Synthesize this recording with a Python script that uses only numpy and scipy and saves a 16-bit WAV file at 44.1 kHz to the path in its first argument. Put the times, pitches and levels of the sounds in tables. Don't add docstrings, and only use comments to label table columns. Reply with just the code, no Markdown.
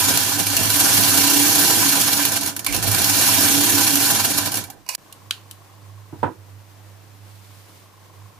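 import sys
import numpy as np
from scipy import signal
from scipy.fft import irfft
from scipy.io import wavfile
from scipy.ndimage import uniform_filter1d

SR = 44100
rng = np.random.default_rng(int(sys.argv[2]) if len(sys.argv) > 2 else 0)


def store_wav(level_fs):
    pcm = np.round(np.clip(np.atleast_2d(level_fs), -1, 1) * 32767)
    wavfile.write(sys.argv[1], SR, pcm.T.astype(np.int16))


N = 369991
T = np.arange(N) / SR
HZ = np.fft.rfftfreq(16384, 1 / SR)

# (time [s], level [dB])
RUN = [(0.0, -18), (0.43, -23), (0.61, -21.5), (0.93, -16.5), (1.62, -17), (1.91, -18.5), (2.2, -20.5),
       (2.4, -24.5), (2.49, -27), (2.55, -41.5), (2.64, -44), (2.69, -30), (2.82, -26), (2.91, -22.5),
       (3.11, -18.5), (3.3, -17), (3.8, -18), (4.16, -21.5), (4.43, -25), (4.52, -29.5), (4.6, -30.5),
       (4.69, -50.5), (4.84, -74)]
# (time [s], speed [turns/s])
SPIN = [(0.0, 20.7), (0.5, 13.2), (0.9, 25.0), (1.14, 30.3), (1.22, 31.3), (1.36, 31.8), (1.45, 32.7),
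        (1.56, 31.8), (1.7, 34.9), (1.82, 31.8), (1.9, 28.9), (2.2, 20.2), (2.56, 8.2), (2.7, 9.3),
        (3.1, 21.3), (3.51, 31.1), (3.75, 35.6), (3.83, 34.2), (4.01, 26.7), (4.4, 19.1), (4.84, 5.1)]
# (time [s], level [dB])
KNOCKS = [(0.173, 0), (0.2344, -7), (0.2932, -6.5), (0.397, -8), (0.4673, -4.5), (0.5013, -12),
          (0.566, 1.5), (0.633, -5), (0.7019, -3), (0.793, -6), (0.8445, -4), (0.9763, -2), (1.0355, -2),
          (1.8911, -4), (1.954, -6), (2.1306, -4), (2.2513, 0), (2.3193, -6), (2.4099, -13), (2.4319, -9),
          (2.4603, -7.5), (2.474, -10), (2.5636, -9), (2.5919, -11.5), (2.6454, -11), (2.6636, -3),
          (2.7248, -8), (2.7467, -16), (2.7634, -6.5), (2.826, -7.5), (2.9148, -3.5), (2.946, -3),
          (2.983, -5), (3.017, -3.5), (3.043, -1.5), (3.0954, -3), (3.9548, 0.5), (4.459, -9),
          (4.472, -12.5), (4.5185, -9.5), (4.5411, -9), (4.554, -9.5), (4.571, -10), (4.587, -17),
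          (4.639, -17), (4.7007, -18.5)]
# (centre [s], change [dB])
SURGES = [(0.09, 3), (0.175, -1), (0.38, -2), (0.401, 3.5), (0.455, -5), (0.705, 1), (0.744, 2.5),
          (0.806, 3.5), (0.849, 2), (0.922, -0.5), (0.981, 0.5), (1.174, 1.5), (1.401, 0.5), (1.482, 1.5),
          (1.598, 2), (1.709, 2.5), (1.759, 1), (1.932, 1.5), (1.976, 2), (2.016, 4.5), (2.136, 2),
          (2.199, 2), (2.253, 1), (2.309, -2), (2.368, 6), (2.4, -6.5), (2.749, 7.5), (2.812, -6),
          (2.84, 3.5), (2.879, 4), (2.949, 0.5), (3.049, -2), (3.105, 0.5), (3.289, 2), (3.435, 2),
          (3.532, 0), (3.742, 1.5), (3.828, 2), (3.88, 3), (3.957, -2), (4.027, 4), (4.065, 5.5),
          (4.108, 7), (4.154, 4), (4.2, 4), (4.251, 5), (4.314, 4), (4.384, 8), (4.465, 3), (4.505, -4.5),
          (4.574, 5)]
# (frequency [Hz], level per Hz [dB])
RATTLE = [(1180, -43), (2000, -5), (2320, -5.5), (3680, -4.5), (4190, -4), (6640, -3.5), (8050, -7),
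          (10800, -5.5), (14900, -16.5), (16000, -14)]
# (frequency [Hz], width [Hz], height above the spectrum [dB])
BODY = [(107, 12, 9.5), (178, 10, 2.5), (291.3, 9.6, 5.5), (313, 9, 4.5), (677, 20, 11), (784, 35, 8.5),
        (808.6, 22, 12), (993, 37, 12), (1450, 38, 8), (1561, 41, 12.5), (1371, 30, 4), (1717, 50, 10.5),
        (1804, 40, 10), (2320, 52, 9.5), (2787, 116, 5.5), (3256, 37, 5.5), (4300, 130, 4.5),
        (5730, 89, 3.5), (6770, 120, 4.5), (8600, 250, 3.), (10600, 85, 11.5), (11340, 140, 5),
        (11430, 140, 6), (13000, 230, 3.5)]
# (frequency [Hz], width [Hz], level [dB])
BOBBIN = [(10960, 280, 6), (11600, 500, -7), (12700, 900, -11)]
# (frequency [Hz], left minus right [dB])
NEAR_LR = [(60, -7.5), (210, -14.), (330, -10.), (500, -4.), (800, -8.), (1800, -8.), (2800, -4.),
           (6400, -1.5), (8500, 0.), (10500, 1.1), (11600, 0.1), (12000, -17.), (15000, -24.)]
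# (frequency [Hz], likeness [0-1])
NEAR_SAME = [(60, 0.1), (300, 0.25), (1400, 0.55), (3000, 0.061), (5000, 0.15), (7000, 0.11), (10500, 0.37),
             (15000, 0.29)]
WHINE_DB = [-52, -50, -45, -41, -38, -47, -52, -47, -54, -49]
WHINE_ORDERS = np.arange(6, 16)
# (multiple [1], level [dB])
ARM_KICKS = [(8, -28.), (9, -21.), (10, -22.), (11, -33.), (14, -18.)]
# (start [s], end [s], 50 Hz hum at its top [dB])
PULLS = [(-.3, .12, -47), (.5, 1.7, -46), (2.674, 3.78, -43)]
# (time [s], level [dB])
HUM = [(4.98, -64), (5.25, -52), (6.19, -43.5), (6.26, -29.5), (6.35, -66), (6.39, -46), (7.53, -45.5),
       (7.55, -51.5), (8.13, -50), (8.26, -40), (8.34, -61), (8.39, -45)]
# (frequency [Hz], level per Hz [dB])
ROOM = [(76, -21.5), (130, -7), (191, -5), (228, -11), (303, -2.5), (370, -7.5), (846, -8), (1120, -8.5),
        (1220, -11), (2270, -15.5), (3010, -17), (6210, -19), (16000, -26)]
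# (frequency [Hz], left minus right [dB])
ROOM_LR = [(60, -23), (130, -18), (290, -1.5), (640, 3.5), (1410, 3), (3100, 1), (6820, -0.5),
           (15000, -12.5)]
# (frequency [Hz], likeness [0-1])
ROOM_SAME = [(60, 0.73), (400, 0.49), (2000, 0.28), (15000, 0.1)]
# (frequency [Hz], level [dB rms])
THIN_TONES = [(6000, -81.), (12000, -77.), (12048, -81.), (13000, -84.)]
# (time [s], frequency [Hz], peak [dB], time to fall 60 dB [s])
CHIRPS = [(0.568, 2740, -18.5, 0.21), (2.664, 2290, -21, 0.31), (2.664, 1020, -26, .06),
          (2.731, 2730, -23.5, 0.27), (4.682, 796, -38.5, 0.28), (4.72, 1600, -49, 0.16)]
# (time [s], peak [dB], ring relative to the crack [dB], brightness [dB per octave])
LATCH = [(4.863, -35, 0, 2), (4.879, -36, 2, 2), (4.889, -10, -4.5, 2.5), (4.949, -12.5, -21, 3)]
# (frequency [Hz], level [dB], time to fall 60 dB [s])
LATCH_MODES = [(1030, 3, 0.036), (2360, -5, 0.035), (2520, 2, 0.039), (2850, 1, 0.045), (4770, -2.5, 0.012),
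               (5950, -3, .015), (10700, -15, .03)]
# (frequency [Hz], level per Hz [dB])
LATCH_CRACK = [(290, -55), (500, -4), (988, -2.5), (2010, -9), (2540, -5), (3490, -9), (4940, 0),
               (12000, -10), (16000, -14)]
# (start [s], end [s])
GAP = (4.954, 4.978)
# (start [s], end [s], level [dB])
PURR = [(4.98, 6.14, -60.), (7.8, 8.5, -60)]
# (time [s], peak [dB], left minus right [dB], brightness [dB per octave], decay [s], tail share [1])
SNAPS = [(5.125, -27.5, -5., 7.5, 0.0029, 0.15), (5.3087, -5.5, -2.5, -1.5, 0.0019, 0.059),
         (5.511, -24, 0, 7, 0.0023, 0.15)]
# (frequency [Hz], level per Hz [dB])
SNAP = [(88, -51), (150, -25), (923, -24), (1560, -7), (2060, -16), (2870, 0), (3550, -5.5), (4160, -3.5),
        (5250, -13.5), (7320, -15), (10800, -16), (15100, -25), (16000, -31)]
# (time [s], peak [dB], brightness [dB per octave])
THUDS = [(6.1258, -24, -4), (6.2293, -10, 2.5), (6.257, -21, 1)]
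# (frequency [Hz], level per Hz [dB])
THUD = [(35, -41), (60, -24), (117, 4.5), (225, -9), (301, 2), (641, -8), (975, 0), (1080, -15),
        (1420, -11.5), (2210, -32), (3580, -38), (5920, -60), (9000, -53), (11700, -80), (19800, -120)]
# (frequency [Hz], time to fall 60 dB [s])
THUD_T60 = [(100, 0.16), (260, 0.27), (700, 0.16), (1840, 0.18), (4850, 0.13)]
# (time [s], level [dB])
RUSTLE = [(7.0, -70), (7.32, -53), (7.62, -49.5), (7.71, -53), (7.78, -49.5), (7.87, -59), (8.0, -68)]
# (frequency [Hz], level per Hz [dB])
RUSTLE_COLOUR = [(800, -8), (2000, 0), (4500, 0), (7000, -3), (12000, -4), (16000, -12)]

FULL_DB = -16
RUMBLE_DB, RUMBLE_FOLLOWS = -33.5, 0.47
RING_DB, RING_FOLLOWS = -28, 0.8
TREBLE_DB, TREBLE_FOLLOWS, TREBLE_HZ = -20., 1.28, 9600.
SURGE_S = 0.0073
SURGE_SONG_DB, KNOCK_SONG_DB = -14, -13
ARM_HZ, ARM_WIDTH_HZ = 284., 9.
ARM_SHAKE_DB, ARM_FOLLOWS = -35, 0.41
HUM_HZ, HUM_WAVER_DB = 100., 2
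MOTOR_HUM_HZ, IDLE_HUM_DB = 49.5, -68.
TABLE_HZ, TABLE_WIDTH_HZ, TABLE_DB, TABLE_FOLLOWS = 103.2, 9.3, -37.5, .35
PULL_RISE_S, PULL_SINK_DB_PER_S, RELEASE_S = .05, 14., .12
BUZZ_DB, BUZZ_RISE_S, BUZZ_SINK_DB_PER_S = 15.5, 0.21, 16.5
PULL_RUMBLE_DB = 9.5
ROOM_DB, EARLY_ROOM_DB = -50.5, -3
PURR_PER_S = 25.
EDGE_HZ = 15490


def gain_of(db):
    return 10 ** (np.asarray(db) / 20)


def evened(x):
    return x / np.sqrt(np.mean(x ** 2) + 1e-20)


def read(points, hz):
    f, value = np.transpose(points)
    return np.interp(np.log(hz + 1), np.log(f + 1), value)


def curve(rows):
    s, value = np.transpose(rows)
    return np.interp(T, s, value)


def slow(rate_hz):
    return evened(signal.lfilter(*signal.butter(2, rate_hz, fs=SR), rng.standard_normal(N)))


def causal(db):
    log_gain = np.log(gain_of(np.maximum(db, -100)))
    full = np.concatenate([log_gain, log_gain[-2:0:-1]])
    return np.fft.ifft(np.exp(np.conj(signal.hilbert(full)))).real[:len(db)]


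def even_filter(x, gain):
    kernel = np.roll(irfft(gain), 1024)[:2049] * np.hanning(2049)
    return signal.oaconvolve(x, kernel, "same")


def pair(drive, db, balance, same):
    like = np.clip(read(same, HZ), -.99, .99)
    half = gain_of(read(balance, HZ) / 2)
    shared, own = signal.oaconvolve(drive, causal(db)[None], axes=1)[:, :N]
    left = even_filter(shared, half * like) + even_filter(own, half * np.sqrt(1 - like ** 2))
    right = even_filter(shared, 1 / half)
    return np.array([left, right])


def ringing(x, hz, width_hz):
    return signal.lfilter(*signal.iirpeak(hz, hz / width_hz, SR), x)


def follow(full_db, share):
    stop_db = -300 * np.clip(T - RUN[-1][0] + 0.037, 0, 1)
    return full_db + share * (curve(RUN) - FULL_DB) + stop_db


def current(rise_s, sink_db_per_s):
    total = 0
    for s, end, db in PULLS:
        gate = np.clip(np.minimum((T - s) / rise_s, (end - T) / RELEASE_S + 1), 0, 1)
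        total = total + gate * gain_of(db - sink_db_per_s * abs(T - s))
    return total


def buzz_pull():
    return current(BUZZ_RISE_S, BUZZ_SINK_DB_PER_S)


def spindle_turns():
    return np.cumsum(curve(SPIN)) / SR


def body_lift():
    power = sum((gain_of(2 * db) - 1) / (1 + (2 * (HZ - f) / w) ** 2) for f, w, db in BODY)
    return 10 * np.log10(1 + power)


def surges():
    return sum(db * np.exp(-.5 * ((T - s) / SURGE_S) ** 2) for s, db in SURGES)


def contact_burst():
    t = T[:2000]
    return (1 - np.exp(-t / 0.00037)) * (np.exp(-t / 0.0048) + 0.14 * np.exp(-t / 0.04))


def knocking():
    train = np.zeros(N)
    for s, db in KNOCKS:
        train[round(s * SR)] = gain_of(db)
    return signal.oaconvolve(train, contact_burst())[:N] * gain_of(-11.5)


def chattering(surge_db):
    sizes = gain_of(1.55 * np.minimum(rng.exponential(1, N), 4))
    small = sizes * (rng.random(N) < 150 / SR)
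    throb_db = 0.99 * np.cos(2 * np.pi * spindle_turns()) * (1 + .5 * slow(1.2))
    contacts = evened(1 + 0.057 * signal.oaconvolve(small, contact_burst())[:N])
    return contacts * gain_of(throb_db + surge_db + 0.25 * slow(12.2))


def low_cut(hz):
    return -20 * np.log10(1 + (hz / (HZ + 1)) ** 4)


def rattle(surge_db, knocks):
    split = (HZ + 1) / TREBLE_HZ
    main_colour = read(RATTLE, HZ) + 1.5 * low_cut(2000) - 10 * np.log10(1 + split ** 16)
    treble_colour = read(RATTLE, HZ) - 10 * np.log10(1 + split ** -16)
    ring_colour = low_cut(600) - 20 * np.log10(1 + (HZ / 1900) ** 6)
    rumble_colour = low_cut(95) - 20 * np.log10(1 + (HZ / 600) ** 4)
    treble_db = follow(TREBLE_DB, TREBLE_FOLLOWS) + 0.42 * surge_db + .8 * slow(31.0)
    ring_db = follow(RING_DB, RING_FOLLOWS) + 0.95 * slow(15.0)
    strain = gain_of(PULL_RUMBLE_DB) * buzz_pull()
    rumble = np.hypot(gain_of(follow(RUMBLE_DB, RUMBLE_FOLLOWS)), strain)
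    rumble_db = 20 * np.log10(rumble + 1e-9) + 1.74 * slow(9.6)
    # running level [dB], knock level [dB], colour [dB]
    layers = [(curve(RUN) - 1.9, -2.5, main_colour), (treble_db, -3., treble_colour),
              (ring_db, -14., ring_colour), (rumble_db, -25., rumble_colour)]
    chatter = chattering(surge_db) * (T < RUN[-1][0])
    roughness = gain_of(1.0 * rng.standard_normal(N))
    lift_db = body_lift()
    out = 0
    for db, knock_db, colour_db in layers:
        colour_db = colour_db + lift_db
        colour_db = colour_db - 10 * np.log10(np.mean(gain_of(2 * colour_db)))
        shake = np.hypot(gain_of(db) * chatter, gain_of(knock_db) * knocks)
        grit = rng.standard_normal((2, N)) * roughness
        out = out + gain_of(0.5) * pair(grit * shake, colour_db, NEAR_LR, NEAR_SAME)
    return out


def bobbin_song(surge_db, knocks):
    song = sum(gain_of(db) * evened(ringing(rng.standard_normal((2, N)), f, w)) for f, w, db in BOBBIN)
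    song = (song[:1] + 0.17 * song) / song.std()
    rubbed = gain_of(curve(RUN) + SURGE_SONG_DB) * np.maximum(gain_of(surge_db) - 1, 0)
    excitation = gain_of(KNOCK_SONG_DB) * knocks + rubbed
    return song * signal.lfilter([.004], [1, -.996], excitation)


def patchy(x, depth_db):
    z = signal.stft(x, nperseg=512, noverlap=384)[2]
    patches = uniform_filter1d(rng.standard_normal(z.shape[1:]), size=8, axis=0)
    patches = uniform_filter1d(patches, size=10, axis=1)
    return signal.istft(z * gain_of(depth_db * evened(patches)), nperseg=512, noverlap=384)[1][:, :N]


def spindle_whine(force):
    turns = spindle_turns()
    tones = sum(gain_of(db) * np.sin(2 * np.pi * k * (turns + k / 7)) for k, db in zip(WHINE_ORDERS, WHINE_DB))
    whine = force * tones
    return pair(np.array([whine, whine]), body_lift(), NEAR_LR, NEAR_SAME)


def cast_arm(force):
    turns = spindle_turns()
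    tones = sum(gain_of(db) * np.cos(2 * np.pi * k * turns) for k, db in ARM_KICKS)
    kicks = gain_of(-0.2 + 1.2 * slow(6.0)) * force * tones
    kicked = ringing(ringing(kicks, ARM_HZ, ARM_WIDTH_HZ), ARM_HZ, 33.0)
    shaken = evened(ringing(rng.standard_normal(N), ARM_HZ, ARM_WIDTH_HZ))
    shaken = shaken * gain_of(follow(ARM_SHAKE_DB, ARM_FOLLOWS))
    return (kicked + shaken) * gain_of([[-6.5], [3.5]])


def winder():
    surge_db, knocks = surges(), knocking()
    force = (curve(SPIN) / 30) ** 2.9 * gain_of(0.33 * slow(3.7))
    loose = patchy(rattle(surge_db, knocks) + bobbin_song(surge_db, knocks), 1.29)
    return loose + spindle_whine(force) + cast_arm(force)


def wavering_tone(hz, wander_hz, rate_hz):
    return np.sqrt(2) * np.sin(2 * np.pi * np.cumsum(hz + wander_hz * slow(rate_hz)) / SR)


def motor_hum():
    pull = gain_of(IDLE_HUM_DB) * (T < GAP[1]) + current(PULL_RISE_S, PULL_SINK_DB_PER_S)
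    low = wavering_tone(MOTOR_HUM_HZ, 1.5, 5.57) * pull * gain_of(2.0 * slow(8.0))
    return low * np.array([[-1.5], [3.5]])


def room_hum_and_table():
    hum = wavering_tone(HUM_HZ, 1.3, 9.1) * gain_of(curve(HUM) + HUM_WAVER_DB * slow(4.9))
    drone = ringing(ringing(rng.standard_normal(N), TABLE_HZ, TABLE_WIDTH_HZ), TABLE_HZ, 30.)
    buzz = gain_of(BUZZ_DB) * buzz_pull()
    table = evened(drone) * np.hypot(gain_of(follow(TABLE_DB, TABLE_FOLLOWS)), buzz)
    return (hum + table) * gain_of([[-4.5], [3.]])


def room_hiss():
    noise = rng.standard_normal((2, N)) * gain_of(0.81 * slow(8.0))
    hiss = evened(pair(noise, read(ROOM, HZ), ROOM_LR, ROOM_SAME))
    return gain_of(ROOM_DB + EARLY_ROOM_DB * (T < GAP[1])) * hiss


def thin_tones():
    return sum(np.sqrt(2) * gain_of(db) * np.sin(2 * np.pi * f * T) for f, db in THIN_TONES)


def struck(s, db, sound, pan_db):
    sound = sound / abs(sound.mean(0)).max() * gain_of(db + np.array([[pan_db / 2], [-pan_db / 2]]))
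    return np.pad(sound, ((0, 0), (round(s * SR), N)))[:, :N]


def puff(colour, tilt_db, shape, same):
    a, b = rng.standard_normal((2, len(shape))) * shape
    body = causal(read(colour, HZ) + tilt_db * np.log2((HZ + 50) / 1000))[None, :2048]
    burst = np.array([same * a + np.sqrt(1 - same ** 2) * b, a])
    return signal.oaconvolve(burst, body, axes=1)[:, :len(shape)]


def wheel_scrapes():
    out, t = np.zeros((2, N)), T[:9000]
    for s, f, db, t60 in CHIRPS:
        fade = gain_of(-60 * t / t60) * (1 - np.exp(-t / 0.0013))
        scrape = signal.lfilter(*signal.iirpeak(f, 14., SR), rng.standard_normal((2, len(t))))
        out += struck(s, db, fade * (scrape[:1] + .5 * scrape), -15.0)
    return out


def latch_clicks():
    out, t = np.zeros((2, N)), T[:9000]
    modes = sum(gain_of(db - 60 * t / t60) * np.sin(2 * np.pi * f * t) for f, db, t60 in LATCH_MODES)
    shape = (1 - np.exp(-t / 0.001)) * (np.exp(-t / 0.0028) + 0.14 * np.exp(-t / 0.062))
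    for s, db, ring_db, tilt_db in LATCH:
        crack = evened(puff(LATCH_CRACK, tilt_db, shape, 0.43))
        ring = signal.oaconvolve(crack, modes[None], axes=1)[:, :len(t)]
        out += struck(s, db, crack + gain_of(ring_db) * evened(ring), -6.0)
    return out * (T < GAP[0] + .005)


def purr():
    since = (PURR_PER_S * T + 0.6) % 1 / PURR_PER_S
    tap = since / .003 * np.exp(-since / 0.0024) * gain_of(1.4 * slow(11.0))
    taps = tap * (np.sin(2 * np.pi * 1070 * since) + 3.1 * rng.standard_normal((2, N)))
    band = signal.iirpeak(1080, 2.8, SR)
    sound = evened(signal.lfilter(*band, signal.lfilter(*band, taps)))
    spells = sum(gain_of(db) * np.clip(np.minimum(T - s, end - T) / 0.062, 0, 1) for s, end, db in PURR)
    return spells * sound


def thread_snaps():
    out, t = np.zeros((2, N)), T[:9000]
    for s, db, pan_db, tilt_db, decay, share in SNAPS:
        tail = share * (1 - np.exp(-(t / 0.0029) ** 2)) * np.exp(-t / 0.032)
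        crack = (1 - np.exp(-t / 0.00053)) * np.exp(-t / decay)
        echo = puff(SNAP, 0, tail, 0.37) * 0.58
        snap = puff(SNAP, tilt_db, crack + 0.52 * tail, 0.41)
        out += struck(s, db, echo + snap, pan_db)
    return out


def dull_thuds():
    out, t = np.zeros((2, N)), T[:9000]
    for s, db, tilt_db in THUDS:
        hz, at, z = signal.stft(puff(THUD, tilt_db, np.ones(len(t)), 0.39), SR, nperseg=256)
        t60 = np.maximum(read(THUD_T60, hz), .02)[:, None]
        body = signal.istft(z * gain_of(-60 * at / t60), SR, nperseg=256)[1]
        out += struck(s, db, body[:, :len(t)] * (1 - np.exp(-t / .0005)), -6.5)
    return out


def finger_rustle():
    fade = np.clip(np.minimum(T - RUSTLE[0][0], RUSTLE[-1][0] - T) / .1, 0, 1)
    rub = rng.standard_normal((2, N)) * gain_of(curve(RUSTLE) + 1.4 * slow(40.)) * fade
    return pair(rub, read(RUSTLE_COLOUR, HZ), ROOM_LR, ROOM_SAME)


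def scene():
    machine = winder() + motor_hum() + wheel_scrapes() + latch_clicks()
    room = room_hum_and_table() + room_hiss() + thin_tones() + purr()
    return machine + room + thread_snaps() + dull_thuds() + finger_rustle()


def record(dry):
    falling, rising = (GAP[0] - T) / 0.0027 + 1, (T - GAP[1]) / 0.0009
    kept = np.clip(np.maximum(falling, rising), .2, 1)
    low_pass = signal.firwin(1501, EDGE_HZ, window=("kaiser", 8), fs=SR)
    return signal.oaconvolve(np.clip(dry * kept, -1, 1), low_pass[None], "same")


dry = scene()
out = record(dry)
store_wav(out)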